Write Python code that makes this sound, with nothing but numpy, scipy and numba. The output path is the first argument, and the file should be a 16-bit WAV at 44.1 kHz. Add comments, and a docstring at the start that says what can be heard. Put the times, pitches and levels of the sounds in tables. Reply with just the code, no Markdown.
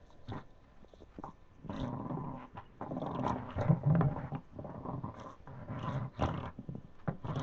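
"""On a bed in a quiet room, close to a small camera, two young dogs wrestle.
Uneven vocal-fold slaps and puffs of noise ring chest, throat and mouth; a few grunts hold a clear note.
Slack tissue flaps open in bursts, spit sizzles, jaws snap, and air hisses past teeth and nostrils.
Paws thump, sheets rustle and the mattress rumbles in bands of noise, over a faint fan-like floor."""
import sys
import numpy as np
from scipy import signal
from scipy.io import wavfile
from scipy.ndimage import uniform_filter1d
from numba import njit

SR = 44100
rng = np.random.default_rng(int(sys.argv[2]) if len(sys.argv) > 2 else 0)


def wrap_up_sound(samples):
    """Save the sound to the file named by the first command line argument, as 16-bit audio."""
    columns = np.atleast_2d(samples).T
    # keep every value between -1 and 1, then stretch to whole-number steps
    tamed = np.clip(columns, -1, 1)
    steps = np.round(tamed * 32767).astype(np.int16)
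    wavfile.write(sys.argv[1], SR, steps)


N = 327618
T = np.arange(N) / SR

# gusts of air past teeth and nostrils:
# (full from [t/s], hold [s], mouth jet [level/dB], jet centre [f/Hz], nostrils relative to mouth [dB])
HISS = [(0.07, 0.061, -78.5, 3790, -4.5), (0.26, 0.14, -71.5, 3650, -8), (0.89, 0.14, -75, 3660, -6.5),
        (1.208, 0.1, -81.5, 3570, 5.5), (1.729, 0.06, -61.5, 2860, -10), (1.779, 0.07, -61.5, 3580, -10),
        (2.397, 0.036, -65.5, 2600, -23), (2.577, 0.019, -67.5, 2780, -33), (2.844, 0.3, -80, 3580, -3),
        (3.265, 0.03, -64, 3410, -6), (3.35, 0.066, -72, 2870, -20), (3.506, 0.011, -59, 2810, -25),
        (3.611, 0.017, -65.5, 3800, -7.5), (4.323, 0.013, -78, 2850, -16), (5.184, 0.05, -69, 3420, -2.5),
        (5.29, .03, -72, 3300, 0), (5.807, 0.057, -60.5, 2770, -14), (5.885, .08, -64.5, 3710, -8.5),
        (6.194, .015, -60.5, 3660, -15), (6.222, 0.035, -54, 2840, -22), (6.258, .025, -59.5, 3210, -15),
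        (6.34, .13, -72.5, 2990, -11), (7.276, 0.015, -63.5, 3210, -13.5), (7.359, 0.085, -59, 3580, -30)]
# slack tissue flapping open: (start [t/s], peak [level/dB], ring [f/Hz])
FLAPS = [(0.319, -33, 730), (.329, -44.5, 560), (.352, -38.5, 960), (.36, -44, 920), (.37, -42, 635),
         (.38, -43.5, 910), (1.237, -31, 1040), (1.694, -42, 1100), (1.83, -36, 614), (1.928, -39, 980),
         (1.965, -44, 633), (1.996, -40.5, 585), (2.049, -45, 750), (2.096, -41, 930), (2.171, -33, 775),
         (2.236, -41, 544), (2.554, -56, 606), (2.57, -39.5, 840), (2.811, -29.5, 935), (2.821, -47, 975),
         (2.862, -36, 880), (2.908, -32.5, 545), (2.966, -31, 630), (3.016, -29.5, 617), (3.061, -27, 720),
         (3.107, -35, 940), (3.148, -34.5, 910), (3.187, -29, 630), (3.234, -28.5, 930),
         (3.248, -27.5, 600), (3.263, -25.5, 960), (3.296, -27.5, 990), (3.357, -31, 670),
         (3.581, -32.5, 550), (3.611, -25.5, 510), (3.705, -27, 516), (3.833, -33.5, 560),
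         (3.899, -27.5, 740), (3.95, -28.5, 582), (4.008, -24, 732), (4.16, -34, 546), (4.319, -35.5, 710),
         (4.56, -60, 530), (4.587, -37, 570), (4.644, -35, 597), (4.693, -41, 930), (4.743, -39, 470),
         (4.805, -44.5, 635), (4.85, -45, 990), (4.885, -37, 630), (4.931, -41, 536), (4.978, -42, 546),
         (5.035, -39, 970), (5.079, -45, 1000), (5.166, -47, 500), (5.243, -41, 560), (5.682, -43, 550),
         (5.832, -41, 1080), (6.195, -36, 500), (6.209, -39, 880), (6.22, -22.5, 617), (6.234, -21.5, 970),
         (6.249, -34.5, 1070), (6.275, -28.5, 614), (6.287, -31.5, 1000), (6.338, -40, 1190),
         (6.377, -39, 1150), (6.405, -50, 1220), (6.43, -35, 1060), (6.455, -41, 1090), (7.075, -32.5, 560),
         (7.085, -36, 478), (7.093, -34.5, 754), (7.245, -52, 996), (7.282, -33, 1100), (7.356, -33.5, 503)]
# clear grunts, one list of points each: (t/s, pitch [f/Hz], level/dB)
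GRUNTS = [
    [(3.56, 85, -35.5), (3.575, 89.3, -41), (3.61, 104.4, -37), (3.64, 117.7, -44.5), (3.655, 125, -52)],
    [(3.675, 146.4, -47.5), (3.694, 155, -27.5), (3.708, 156, -19), (3.722, 157, -40), (3.73, 170, -24),
     (3.742, 173.7, -36.5), (3.76, 170, -48.5)],
    [(3.85, 134.5, -46), (3.874, 148, -27.5), (3.908, 155, -29.5), (3.924, 172.6, -27), (3.934, 178, -36.5),
     (3.944, 178, -28.5), (3.972, 161.8, -37), (3.988, 162, -29), (4.008, 185, -26), (4.024, 149, -47),
     (4.034, 123.4, -31.5), (4.046, 133, -31), (4.066, 148.5, -28), (4.084, 150, -36), (4.105, 150, -48.5)],
    [(7.076, 175, -58), (7.086, 175, -24.5), (7.104, 182.5, -50), (7.132, 185, -37), (7.15, 193, -71)],
]
# fixed throat resonances: (f/Hz, nominal width [Hz], relative level/dB)
THROAT = [(417, 310, -0.5), (560, 150, 4.5), (694, 330, 0.5)]
# muzzle resonances at rest: (f/Hz, nominal width [Hz], relative level/dB)
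MUZZLE = [(975, 110, 1.5), (1081, 280, -4.5)]


def undb(db):
    """Decibels to an amplitude factor."""
    return 10 ** (np.asarray(db) / 20)


def unit(x):
    """Scale to an RMS level of 1."""
    return x / np.sqrt(np.mean(x ** 2))


def peak(x, db):
    """Scale to a peak level in dB."""
    return x * undb(db) / np.max(np.abs(x))


def noise():
    """White noise for the whole scene."""
    return rng.standard_normal(N)


def walk(rate):
    """Random levels held 1 / rate s and smoothed twice into a drift; standard deviation about 0.7."""
    k = int(SR / rate)
    steps = np.repeat(rng.standard_normal(N // k + 1), k)
    return 0.94 * uniform_filter1d(uniform_filter1d(steps, k), k)[:N]


def curves(tables):
    """A gate that is open while a table runs, then the columns joined in time with rounded corners."""
    s, *columns = np.concatenate(tables).T
    gate = 1. * sum((T >= table[0][0]) & (T < table[-1][0]) for table in tables)
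    joined = [np.interp(T, s, column) for column in columns]
    return [uniform_filter1d(c, size=200) for c in [gate] + joined]


def swells(full_from, hold, db, rise_db_s, fall_db_s):
    """Level in dB of each swell: a steady climb, a hold, a steady fall."""
    late = T - full_from[:, None]
    climb = np.minimum(rise_db_s * late, 0)
    fall = fall_db_s * np.maximum(late - hold[:, None], 0)
    return db[:, None] + climb - fall


@njit
def svf(x, hz, width):
    """State-variable band-pass with a moving centre, gain 1 there."""
    y, b, l = np.empty(len(x)), 0., 0.
    for i in range(len(x)):
        g, k = np.tan(np.pi * hz[i] / SR), width / hz[i]
        v = (b + g * (x[i] + 1e-18 - l)) / (1 + g * (g + k))
        b, l, y[i] = 2 * v - b, l + 2 * g * v, k * v
    return y


def band(x, hz, width):
    """A resonance applied twice, so that its skirts are steep; the centre may be a curve, width is nominal."""
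    if np.ndim(hz):
        return svf(svf(x, hz, 1.29 * width), hz, 1.29 * width)
    b, a = signal.iirpeak(hz, hz / width / 1.02, SR)
    return signal.lfilter(b, a, signal.lfilter(b, a, x))


def tract(x, modes):
    """Resonances in parallel, neighbours in opposite sign."""
    return sum((-1) ** k * undb(db) * band(x, hz, width) for k, (hz, width, db) in enumerate(modes))


def soft(x, hz):
    """Flesh meets flesh: a two-pole low-pass rounds the click."""
    return signal.sosfilt(signal.butter(2, hz, fs=SR, output="sos"), x)


def mattress():
    """Bodies shift on springs and padding: a deep uneven rumble on a slow sway of the air."""
    # bodies shifting: (loudest at [t/s], level/dB of the rumble band)
    shifts = [(0., -55), (.35, -58), (1.03, -55), (1.2, -53.5), (1.8, -46.5), (2.26, -54.5), (3.02, -66),
              (3.64, -49.5), (4.07, -47), (5.21, -66), (6., -58), (6.23, -57), (7.26, -56)]
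    rest_db, rise_db_s, fall_db_s = -63, 98, 83
    s, db = np.transpose(shifts)
    level_db = swells(s, 0 * s, db, rise_db_s, fall_db_s).max(axis=0)
    rumble = unit(band(noise(), 25.0, 55.0))
    sway = 1.7 * unit(band(noise(), 9.7, 2.8))
    return undb(np.maximum(level_db, rest_db)) * (rumble + sway)


def floor():
    """Steady room air in gently flickering bands, with a few thin motor-like tones."""
    # spectrum of the air: (f/Hz, relative level/dB per Hz)
    air_spectrum = [(35, -30), (60, 0), (232, -6), (379, -11), (515, -11), (808, -17), (1010, -14),
                    (1320, -23), (1650, -25), (1790, -24), (2440, -31), (6390, -44), (8000, -55),
                    (10400, -85), (17600, -120)]
    # thin tones: (f/Hz, peak level/dB)
    whine = [(759.0, -88.5), (1012, -76), (1776, -82)]
    air_db = -62.5
    hz, db = np.transpose(air_spectrum)
    air = np.zeros(N)
    for f in 70 * 2 ** np.arange(0, 7, .5):  # half-octave steps
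        band_db = np.interp(np.log(f), np.log(hz), db) + 3.7 * walk(1.4)
        air += undb(band_db) * band(noise(), f, f / 1.93)
    tones = np.zeros(N)
    for f, tone_db in whine:
        tones += undb(tone_db + 1.5 * walk(8)) * np.sin(2 * np.pi * f * T + 1.5 * walk(22))
    return undb(air_db) * unit(air) + tones


def gusts():
    """Level in dB of every gust of air over time."""
    full_from, hold, db = np.transpose(HISS)[:3]
    return swells(full_from, hold, db, rise_db_s=333.5, fall_db_s=306)


def hiss(puffs):
    """Air jets through teeth and nostrils: noise bands pulsing with the folds and sputtering."""
    pant_db, pant_nose_db = -87, -92  # air that passes all the time
    centre_hz, nose_share_db = np.transpose(HISS)[3:]
    gust_db = gusts()
    mouth_db = np.maximum(gust_db.max(axis=0), pant_db)
    nose_db = np.maximum((gust_db + nose_share_db[:, None]).max(axis=0), pant_nose_db)
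    # the loudest gust sets the centre
    mouth_hz = uniform_filter1d(centre_hz[gust_db.argmax(axis=0)], size=800)
    jet = 0.31 + unit(puffs ** 0.96)
    mouth_air = jet * undb(3.5 * walk(90)) * noise()
    mouth = unit(band(mouth_air, mouth_hz * (1 + .05 * walk(30)), 750.))
    nose_air = jet * undb(5.4 * walk(70)) * noise()
    nose = unit(band(nose_air, 6140.0, 1700.0))
    return undb(mouth_db) * mouth + undb(nose_db) * nose


def thumps():
    """Paws and chins land on the bedding: a padded push and a few dying swings."""
    # landings: (start [t/s], peak [level/dB], ring [f/Hz], nominal ring length [s])
    landings = [(0.103, -51, 966, 0.038), (0.828, -47.5, 200, 0.027), (0.845, -44.5, 450, .012),
                (0.936, -41.5, 484, 0.019), (1.006, -49.5, 300, 0.019), (1.02, -41, 390, 0.013),
                (1.032, -45, 350, 0.016), (1.186, -33.5, 262, 0.016), (1.196, -36, 297, .015),
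                (1.286, -40, 180, 0.029), (1.645, -41.5, 150, 0.069), (1.66, -38.5, 170, 0.06),
                (2.549, -39, 139, 0.042), (5.401, -49, 178, 0.025), (6.588, -35, 230, 0.061),
                (6.641, -45, 227, 0.047), (6.687, -47, 310, 0.031), (6.69, -33, 155, 0.036),
                (6.752, -33.5, 200, 0.035), (6.781, -36.5, 155, .04), (6.844, -41.5, 160, 0.065)]
    out, t = np.zeros(N + 4096), T[:4096]
    for s, db, hz, ring_s in landings:
        push = (t == t[1]) + 0.1 * rng.standard_normal(4096) * np.exp(-t / 0.0032)
        out[int(s * SR):][:4096] += peak(band(soft(push, 660.0), hz, 6.1 / ring_s), db)
    return out[:N]


def growl_controls():
    """Gate, chest level and opening over time, with what each growl keeps throughout."""
    # one row per growl: (nominal chest resonance [f/Hz], belly relative to chest [dB],
    # mouth relative to muzzle [dB], points of (t/s, chest level/dB, opening: muzzle relative to chest [dB]))
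    growl_shapes = [ (200, 6, -2, [(0.275, -61, -33), (0.295, -43, -10), (0.359, -39.5, 2),
                    (0.411, -71.5, 4), (0.43, -75, -16)]), (170, 5.5, -15, [(1.232, -60.5, 11),
                    (1.3, -67, 10.5), (1.32, -92, -6)]), (211, -12.5, -15, [(1.55, -71, -30),
                    (1.6, -63, -34), (1.65, -58, -25.5), (1.682, -59, -23), (1.693, -40, -15),
                    (1.722, -41, -11.5), (1.77, -39, -8), (1.83, -36, -13.5), (1.87, -39.5, -12),
                    (1.91, -39.5, -8.5), (1.94, -38, -8.5), (1.98, -41, -11), (2.01, -41, -10.5),
                    (2.05, -39.5, -10), (2.085, -40, -8.5), (2.12, -40.5, -8), (2.17, -38.5, -12),
                    (2.215, -41, -11), (2.25, -42.5, -11), (2.306, -44, -9), (2.366, -46, -10),
                    (2.402, -59.5, 0.5), (2.444, -53, -0.5), (2.5, -97, -16)]),
                    (155, 6.5, -3, [(2.53, -64, -22), (2.568, -55.5, 8), (2.652, -94, 20),
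                    (2.7, -91, -19)]), (204, -9.5, -12.5, [(2.8, -55, 2), (2.81, -43, 4),
                    (2.878, -48.5, -7), (2.926, -40, -22), (2.97, -37.5, -11.5), (3.005, -47, -14),
                    (3.03, -37, -14), (3.07, -43, 0), (3.102, -40.5, -8), (3.16, -41.5, -4),
                    (3.223, -33.5, -16)]), (200, -4.5, -9, [(3.224, -37, 2), (3.268, -36, 2.5),
                    (3.294, -39, -1), (3.33, -35, -5.5), (3.376, -44, -5.5), (3.5, -53, 2),
                    (3.549, -49.5, -8)]), (185, 0.5, -1.5, [(3.55, -65, 2), (3.574, -25.5, -19.5),
                    (3.67, -41, -10.5), (3.679, -40, -7)]), (172, -10.5, -5, [(3.68, -29.5, -5),
                    (3.706, -27, -24.5), (3.804, -59, -6.5), (3.819, -34.5, -18)]),
                    (175, -0.5, -5.5, [(3.82, -52, -10), (3.886, -24.5, -28.5), (4.0, -20.5, -39),
                    (4.032, -27, -21.5), (4.072, -22.5, -35.5), (4.109, -45, -10)]),
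                    (202, -2, -4.5, [(4.11, -38.5, -13.5), (4.2, -48, -2.5), (4.248, -44, -10.5),
                    (4.299, -71, 16.5)]), (195, -2.5, -28, [(4.3, -52, -5), (4.334, -44, -16),
                    (4.362, -42.5, -6.5), (4.43, -85, -24)]), (197, -3.5, -16, [(4.5, -87, -22),
                    (4.538, -50.5, -31), (4.592, -39.5, -22), (4.618, -51.5, -17), (4.65, -46, -12.5),
                    (4.7, -43.5, -3.5), (4.735, -50.5, -0.5), (4.765, -45, -8), (4.81, -46, -15),
                    (4.828, -47, -11), (4.852, -38.5, -8), (4.894, -39, -6.5), (4.94, -38.5, -11.5),
                    (4.976, -43.5, -18), (5.015, -52, -15), (5.045, -41.5, -7.5), (5.092, -45.5, -5.5),
                    (5.139, -70, 5)]), (224, -3.5, -10, [(5.14, -57, 9), (5.174, -49.5, -3),
                    (5.22, -52.5, 4), (5.26, -56, 0.5), (5.304, -58, 2), (5.335, -69, 8), (5.37, -91, 14)]),
                    (185, -3.5, -4.5, [(5.46, -86, -24), (5.472, -55.5, -6.5), (5.628, -50.5, -8),
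                    (5.65, -59, -7), (5.71, -40, -14), (5.756, -47, -5.5), (5.856, -43, -5),
                    (6.058, -43.5, -10), (6.11, -78, -9)]), (188, 3, -3, [(6.12, -77, 10),
                    (6.168, -66, 7.5), (6.192, -37.5, -7), (6.226, -29.5, -3.5), (6.285, -40.5, -7.5),
                    (6.31, -44, -7), (6.375, -41, -4), (6.416, -47.5, -2), (6.438, -50, 3), (6.49, -51, 2),
                    (6.53, -99, 5)]), (200, -7.5, -8, [(6.55, -99, -8), (6.588, -44, -31),
                    (6.654, -70, -30), (6.702, -45.5, -47), (6.866, -67.5, -37), (6.9, -56, -21)]),
                    (178, 1, -9, [(7.22, -74, -3), (7.246, -46, -1.5), (7.36, -42, -5),
                    (7.429, -48.5, -3)]), ]
    return curves([[(*row, hz, belly_db, mouth_db) for row in shape]
                   for hz, belly_db, mouth_db, shape in growl_shapes])


def folds(jitter, scatter_db, puff_s):
    """Rough vocal folds: slaps on a wandering beat, uneven in gap and force, each with a puff of air."""
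    fold_hz = 125  # centre of the wandering beat
    gap, size, drift = rng.standard_normal((2000, 3)).T
    wander = .3 * uniform_filter1d(drift, size=12)
    at = np.cumsum(SR / fold_hz * np.exp(jitter * gap + wander)).astype(int)
    slaps = np.zeros(N)
    slaps[at[at < N]] = undb(scatter_db * size[at < N])
    puffs = signal.lfilter([1], [1, -np.exp(-1 / (puff_s * SR))], slaps)
    return unit(slaps), puffs


def valve(depth_db, shut_s):
    """The airway pinches shut just before each flap bursts open: a gain that sinks toward each start."""
    opens = np.zeros(N)
    opens[(np.array(FLAPS)[:, 0] * SR).astype(int)] = 1
    # a decay run backwards in time
    pinch = signal.lfilter([1], [1, -np.exp(-1 / (shut_s * SR))], opens[::-1])[::-1]
    return undb(-depth_db * pinch)


def growls():
    """Slaps and breath ring belly, chest, throat, muzzle and, as the jaws open, the mouth."""
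    # resonances that lips, tongue and ribs move: points of (t/s, muzzle f/Hz, tongue f/Hz, upper chest f/Hz)
    shaping = [
        [(0.28, 918, 543, 255), (0.32, 930, 620, 235.6), (0.356, 995, 613, 253), (0.43, 976, 672, 232)],
        [(1.68, 973, 571, 244), (1.752, 1075, 573, 255.5), (1.792, 956, 559, 260.5), (1.968, 996, 590, 224),
         (2.026, 974, 659, 232.4), (2.112, 994, 596, 261.4), (2.148, 947, 652, 230), (2.314, 970, 640, 258),
         (2.358, 932, 543, 224), (2.45, 983, 542, 258)],
        [(2.8, 943, 546, 255), (2.864, 922, 578, 226), (2.914, 862, 609, 270.5), (2.998, 832, 623, 234),
         (3.078, 960, 635, 267), (3.124, 917, 560, 220), (3.222, 990, 639, 234.5), (3.366, 933, 660, 223),
         (3.51, 986, 567, 236), (3.55, 1040, 647, 231)],
        [(3.56, 910, 538, 239), (3.634, 922, 539, 241.4), (3.672, 961, 604, 206), (3.81, 910, 554, 209),
         (4.03, 866, 640, 211), (4.076, 854, 562, 206.4), (4.148, 908, 607, 259), (4.232, 929, 560, 233),
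         (4.364, 902, 710, 235), (4.42, 890, 684, 226)],
        [(4.53, 942, 522, 224.3), (4.634, 892, 599, 226), (4.784, 1053, 542, 216), (4.836, 987, 610, 223),
         (4.94, 1005, 575, 235.6), (4.998, 946, 530, 231), (5.048, 987, 632, 226), (5.17, 1023, 494, 244),
         (5.232, 1016, 538, 263), (5.35, 1043, 592, 240)],
        [(5.47, 1015, 558, 232), (5.502, 980, 542, 224), (5.542, 986, 653, 203), (5.648, 1005, 547, 211),
         (5.742, 1007, 675, 235), (5.782, 1064, 546, 224), (5.858, 1052, 543, 214), (5.924, 990, 522, 218),
         (5.982, 1032, 594, 221), (6.1, 990, 546, 212.5)],
        [(6.19, 1012, 570, 240), (6.244, 1032, 555, 222.6), (6.354, 1020, 584, 235.5), (6.384, 1050, 540, 216),
         (6.442, 1010, 561, 232), (6.5, 1038, 560, 214.7)],
        [(7.24, 997, 601, 231), (7.296, 982, 584, 234), (7.338, 1096, 520, 236), (7.38, 1130, 526, 246),
         (7.42, 990, 561, 242)],
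    ]
    # open-mouth resonances: (nominal f/Hz, nominal width [Hz], relative level/dB)
    mouth_modes = [(1317, 490, 12), (1914, 170, 5.5), (2084, 150, 6.5)]
    throat_share_db, throat_per_opening = -4, 0.56  # the throat follows the opening only in part
    gust_mouth_db = 5.5  # a gust rings the open mouth at least this far above its own hiss
    breathy = .2  # share of noisy puffs in the source

    gate, chest_db, opening_db, chest_hz, belly_share_db, mouth_share_db = growl_controls()
    belly_db = chest_db + belly_share_db
    muzzle_db = chest_db + opening_db
    throat_db = chest_db + throat_share_db + throat_per_opening * opening_db
    mouth_db = np.maximum(muzzle_db + mouth_share_db, gusts().max(axis=0) + gust_mouth_db)
    _, muzzle_hz, tongue_hz, ribs_hz = curves(shaping)
    chest_hz = chest_hz * (1 + 0.088 * walk(14.))

    slaps, puffs = folds(jitter=.17, scatter_db=2., puff_s=.005)
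    breath = unit(soft(puffs * noise(), 1000.0))
    source = (1 - breathy) * unit(soft(slaps, 1300.0)) + breathy * breath
    airway = valve(depth_db=13.0, shut_s=.016)
    source *= undb(1.5 * walk(60)) * airway

    upper_chest = band(source, ribs_hz * (1 + 0.04 * walk(15.0)), 100.0)
    chest = unit(band(source, 0.78 * chest_hz, 85.0) - 0.89 * upper_chest)
    belly = unit(band(source + 0.65 * noise(), 92.3, 71.0))
    # the working tongue slides one resonance about among the fixed ones
    tongue = band(source, tongue_hz * (1 + 0.056 * walk(25.0)), 99.0)
    throat = unit(2.5 * tongue - tract(source, THROAT))
    # the lips curl: the muzzle modes shift together, the lip mode also on its own
    curl = muzzle_hz / MUZZLE[0][0] * (1 + 0.022 * walk(22.0))
    lips = band(source, 1.084 * muzzle_hz * (1 + 0.084 * walk(12)), 200.)
    muzzle_source = source + 0.5 * airway * unit(puffs) * noise()
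    muzzle = unit(tract(muzzle_source, [(hz * curl, w, db) for hz, w, db in MUZZLE]) + 1.03 * lips)
    mouth_source = source + 2.1 * (1.2 + unit(puffs)) * airway * noise()
    moving_modes = [(hz * (1 + 0.064 * walk(16)), w, db) for hz, w, db in mouth_modes]
    mouth = unit(tract(mouth_source, moving_modes))

    # while the folds lock into a clear grunt the rough chest tone gives way
    locked = curves(GRUNTS)[0]
    low = (1 - .87 * locked) * (undb(chest_db) * chest + undb(belly_db) * belly)
    high = undb(throat_db) * throat + undb(muzzle_db) * muzzle + undb(mouth_db) * mouth
    return gate * (low + high), puffs


def spurts():
    """Spit and air between the lips: short bright sizzles of noise; also one faint, very short thin tone."""
    # sizzles: (start [t/s], peak [level/dB], centre [f/Hz], upper band relative to that peak [dB])
    sizzles = [(0.2853, -46, 3700, -16), (0.298, -46, 3500, -30), (1.702, -74, 3300, -15),
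               (1.73, -51, 3800, -19), (1.761, -46.5, 3700, -11), (1.797, -43.5, 3570, -14),
               (1.829, -52, 3550, -17), (1.876, -61.5, 3200, 3), (1.988, -64, 2500, -30.5),
               (2.095, -63, 3300, -20), (2.243, -61, 2460, -20), (2.571, -50, 2620, -36),
               (2.998, -55, 3720, -23), (3.015, -48.5, 3470, -15), (3.062, -48.5, 3500, -16),
               (3.111, -54, 3520, -19), (3.146, -48, 3300, -39), (3.193, -48.5, 2880, -11.5),
               (3.157, -49, 2780, -32), (3.258, -53, 3000, -24), (3.277, -42, 3480, -6),
               (3.293, -47, 3720, -0.5), (3.504, -47, 2750, -29), (3.609, -46.5, 3950, -3),
               (3.9512, -50.5, 2560, -41), (4.009, -49, 2480, -24), (4.348, -46.5, 2430, -35),
               (5.196, -49.5, 3140, -2), (5.7895, -48.5, 2780, -13), (5.827, -48.5, 2860, -6),
               (6.1908, -44.5, 2660, -10), (6.207, -42, 2670, -32), (6.2225, -38, 3070, -8),
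               (6.235, -42, 3600, -15), (6.256, -47, 3160, -1), (6.287, -45.5, 3000, -12),
               (6.319, -59.5, 3200, -12), (6.338, -45, 2890, -39), (6.3736, -46, 3070, -46),
               (6.4, -48, 2850, -28.5), (6.428, -52, 2950, -17), (6.454, -46.5, 3226, -15),
               (7.3557, -43.5, 3290, -8.5), (7.3933, -40.5, 3300, -3)]
    # one faint, very short thin tone near 2900 Hz: (middle [t/s], f/Hz, peak level/dB, half length [s])
    thin_tone = (2.665, 2900, -64, .008)
    rise_s, fade_s = 0.0017, 0.0061
    out, t = np.zeros(N + 2048), T[:2048]
    for s, db, hz, upper_db in sizzles:
        puff = rng.standard_normal(2048) * (1 - np.exp(-t / rise_s)) * np.exp(-(t / fade_s) ** 2)
        lower = peak(band(puff, hz, 600.0), db)
        upper = peak(band(puff, 5930.0, 1300.0), db + upper_db)
        out[int(s * SR):][:2048] += lower + upper
    s, hz, db, half_s = thin_tone
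    swell = np.exp(-((T - s) / half_s) ** 2)
    return out[:N] + undb(db) * swell * np.sin(2 * np.pi * hz * T)


def flaps():
    """Each flap of slack tissue lets out a soft click and a dying puff that ring throat and chest."""
    puff_s, rise_s, puff_per_gap = .01, .0025, .3  # a quick run of flaps shortens each puff
    above_growl_db, chest_top_db = 5, -30.5  # chest thud: above the growl around it, up to a ceiling
    out, t, growl_db = np.zeros(N + 4096), T[:4096], growl_controls()[1]
    gaps = np.diff(np.array(FLAPS)[:, 0], append=N / SR)
    for (s, db, hz), gap in zip(FLAPS, gaps):
        at = int(s * SR)
        fade = np.exp(-t / min(puff_s, puff_per_gap * gap))
        puff = 0.2 * rng.standard_normal(4096) * fade * (1 - np.exp(-t / rise_s))
        click = 2.56 * (t == t[20])
        burst = soft(puff + click, 1000.0)
        ring = peak(band(burst, hz, 300.0) - 0.23 * tract(burst, THROAT + MUZZLE), db)
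        thud = peak(band(burst, 190., 210.0), min(growl_db[at] + above_growl_db, chest_top_db))
        out[at:][:4096] += ring + thud
    return out[:N]


def rustle():
    """Sheets dragged over each other: a dull, grainy scrape of band noise."""
    # drags: (full from [t/s], hold [s], level/dB)
    drags = [(0.653, .02, -72.5), (0.696, .01, -69.5), (0.775, 0.039, -70.5), (1.112, 0.058, -71),
             (7., 0.016, -66)]
    slope_db_s = 253
    full_from, hold, db = np.transpose(drags)
    level_db = swells(full_from, hold, db, slope_db_s, slope_db_s).max(axis=0)
    grain = undb(5.7 * walk(150)) * noise()
    return undb(level_db) * unit(band(grain, 980.0, 1300.))


def snaps():
    """Teeth meet as the jaws snap dry: a sharp tick with a short bony ring."""
    # bites: (start [t/s], peak [level/dB])
    bites = [(1.236, -40), (2.813, -36.5), (2.821, -36), (2.908, -52), (3.9, -27), (3.952, -25),
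             (4.01, -22), (4.35, -32), (5.474, -37.5), (6.209, -33), (6.2205, -32), (6.237, -24.5),
             (6.291, -32), (6.318, -40), (6.456, -42), (7.0759, -28.5), (7.0834, -29), (7.093, -27.5)]
    # resonances of the jaws: (f/Hz, nominal width [Hz], relative level/dB)
    jaw_modes = [(705, 2530, 22), (1550, 2320, 20.5), (3300, 3900, 7)]
    out, t = np.zeros(N + 2048), T[:2048]
    for s, db in bites:
        tick = (t == t[1]) + 0.15 * rng.standard_normal(2048) * np.exp(-t / 0.0024)
        rounded = soft(soft(tick, 1600.0), 3300.0)
        out[int(s * SR):][:2048] += peak(tract(rounded, jaw_modes), db)
    return out[:N]


def grunts():
    """The folds lock into a steady swing: a nearly pure, slightly wavering note with two weak overtones."""
    gate, hz, db = curves(GRUNTS)
    phase = 2 * np.pi * np.cumsum(hz * (1 + 0.049 * walk(90))) / SR
    level = np.sqrt(2) * undb(db + 1.2 * walk(90))
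    second = undb(-21 + 3 * walk(60)) * np.cos(2 * phase)
    third = undb(-26 + 4 * walk(60)) * np.sin(3 * phase + 1)
    return gate * level * (np.sin(phase) + second + third)


def room(x):
    """A small soft-furnished bedroom: a short dull tail of decaying noise."""
    tail_db, t60_s = -15.5, 0.14
    t = T[:SR // 4]
    tail = rng.standard_normal(len(t)) * np.exp(-np.log(1000) * t / t60_s) * (t > .004)
    tail = signal.lfilter([1], [1, -.85], tail)
    tail /= np.sqrt(np.sum(tail ** 2))
    return x + undb(tail_db) * signal.fftconvolve(x, tail)[:N]


def scene():
    """Dogs and sheets ring the room; thumps, mattress and floor are added without its tail."""
    voice, puffs = growls()
    dogs = voice + grunts() + hiss(puffs) + flaps() + spurts() + snaps()
    # side pockets of the throat swallow a band between the two hisses
    pocket_hz, pocket_width_hz, pocket_share = 4660, 500, 0.42
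    b, a = signal.iirpeak(pocket_hz, pocket_hz / pocket_width_hz, SR)
    dogs = dogs - pocket_share * signal.lfilter(b, a, dogs)
    return (room(dogs + rustle()) + thumps() + mattress() + floor())[None]


def record(dry):
    """A small camera: the treble sags near 7 kHz and ends at 8, over a trace of circuit noise."""
    top_hz, self_noise_db = 8000, -100.5
    dull = signal.sosfilt(signal.butter(4, 6900, fs=SR, output="sos"), dry)
    cut = signal.sosfilt(signal.ellip(6, .2, 60, top_hz, fs=SR, output="sos"), dull)
    return cut + undb(self_noise_db) * noise()


dry = scene()
out = record(dry)
wrap_up_sound(out)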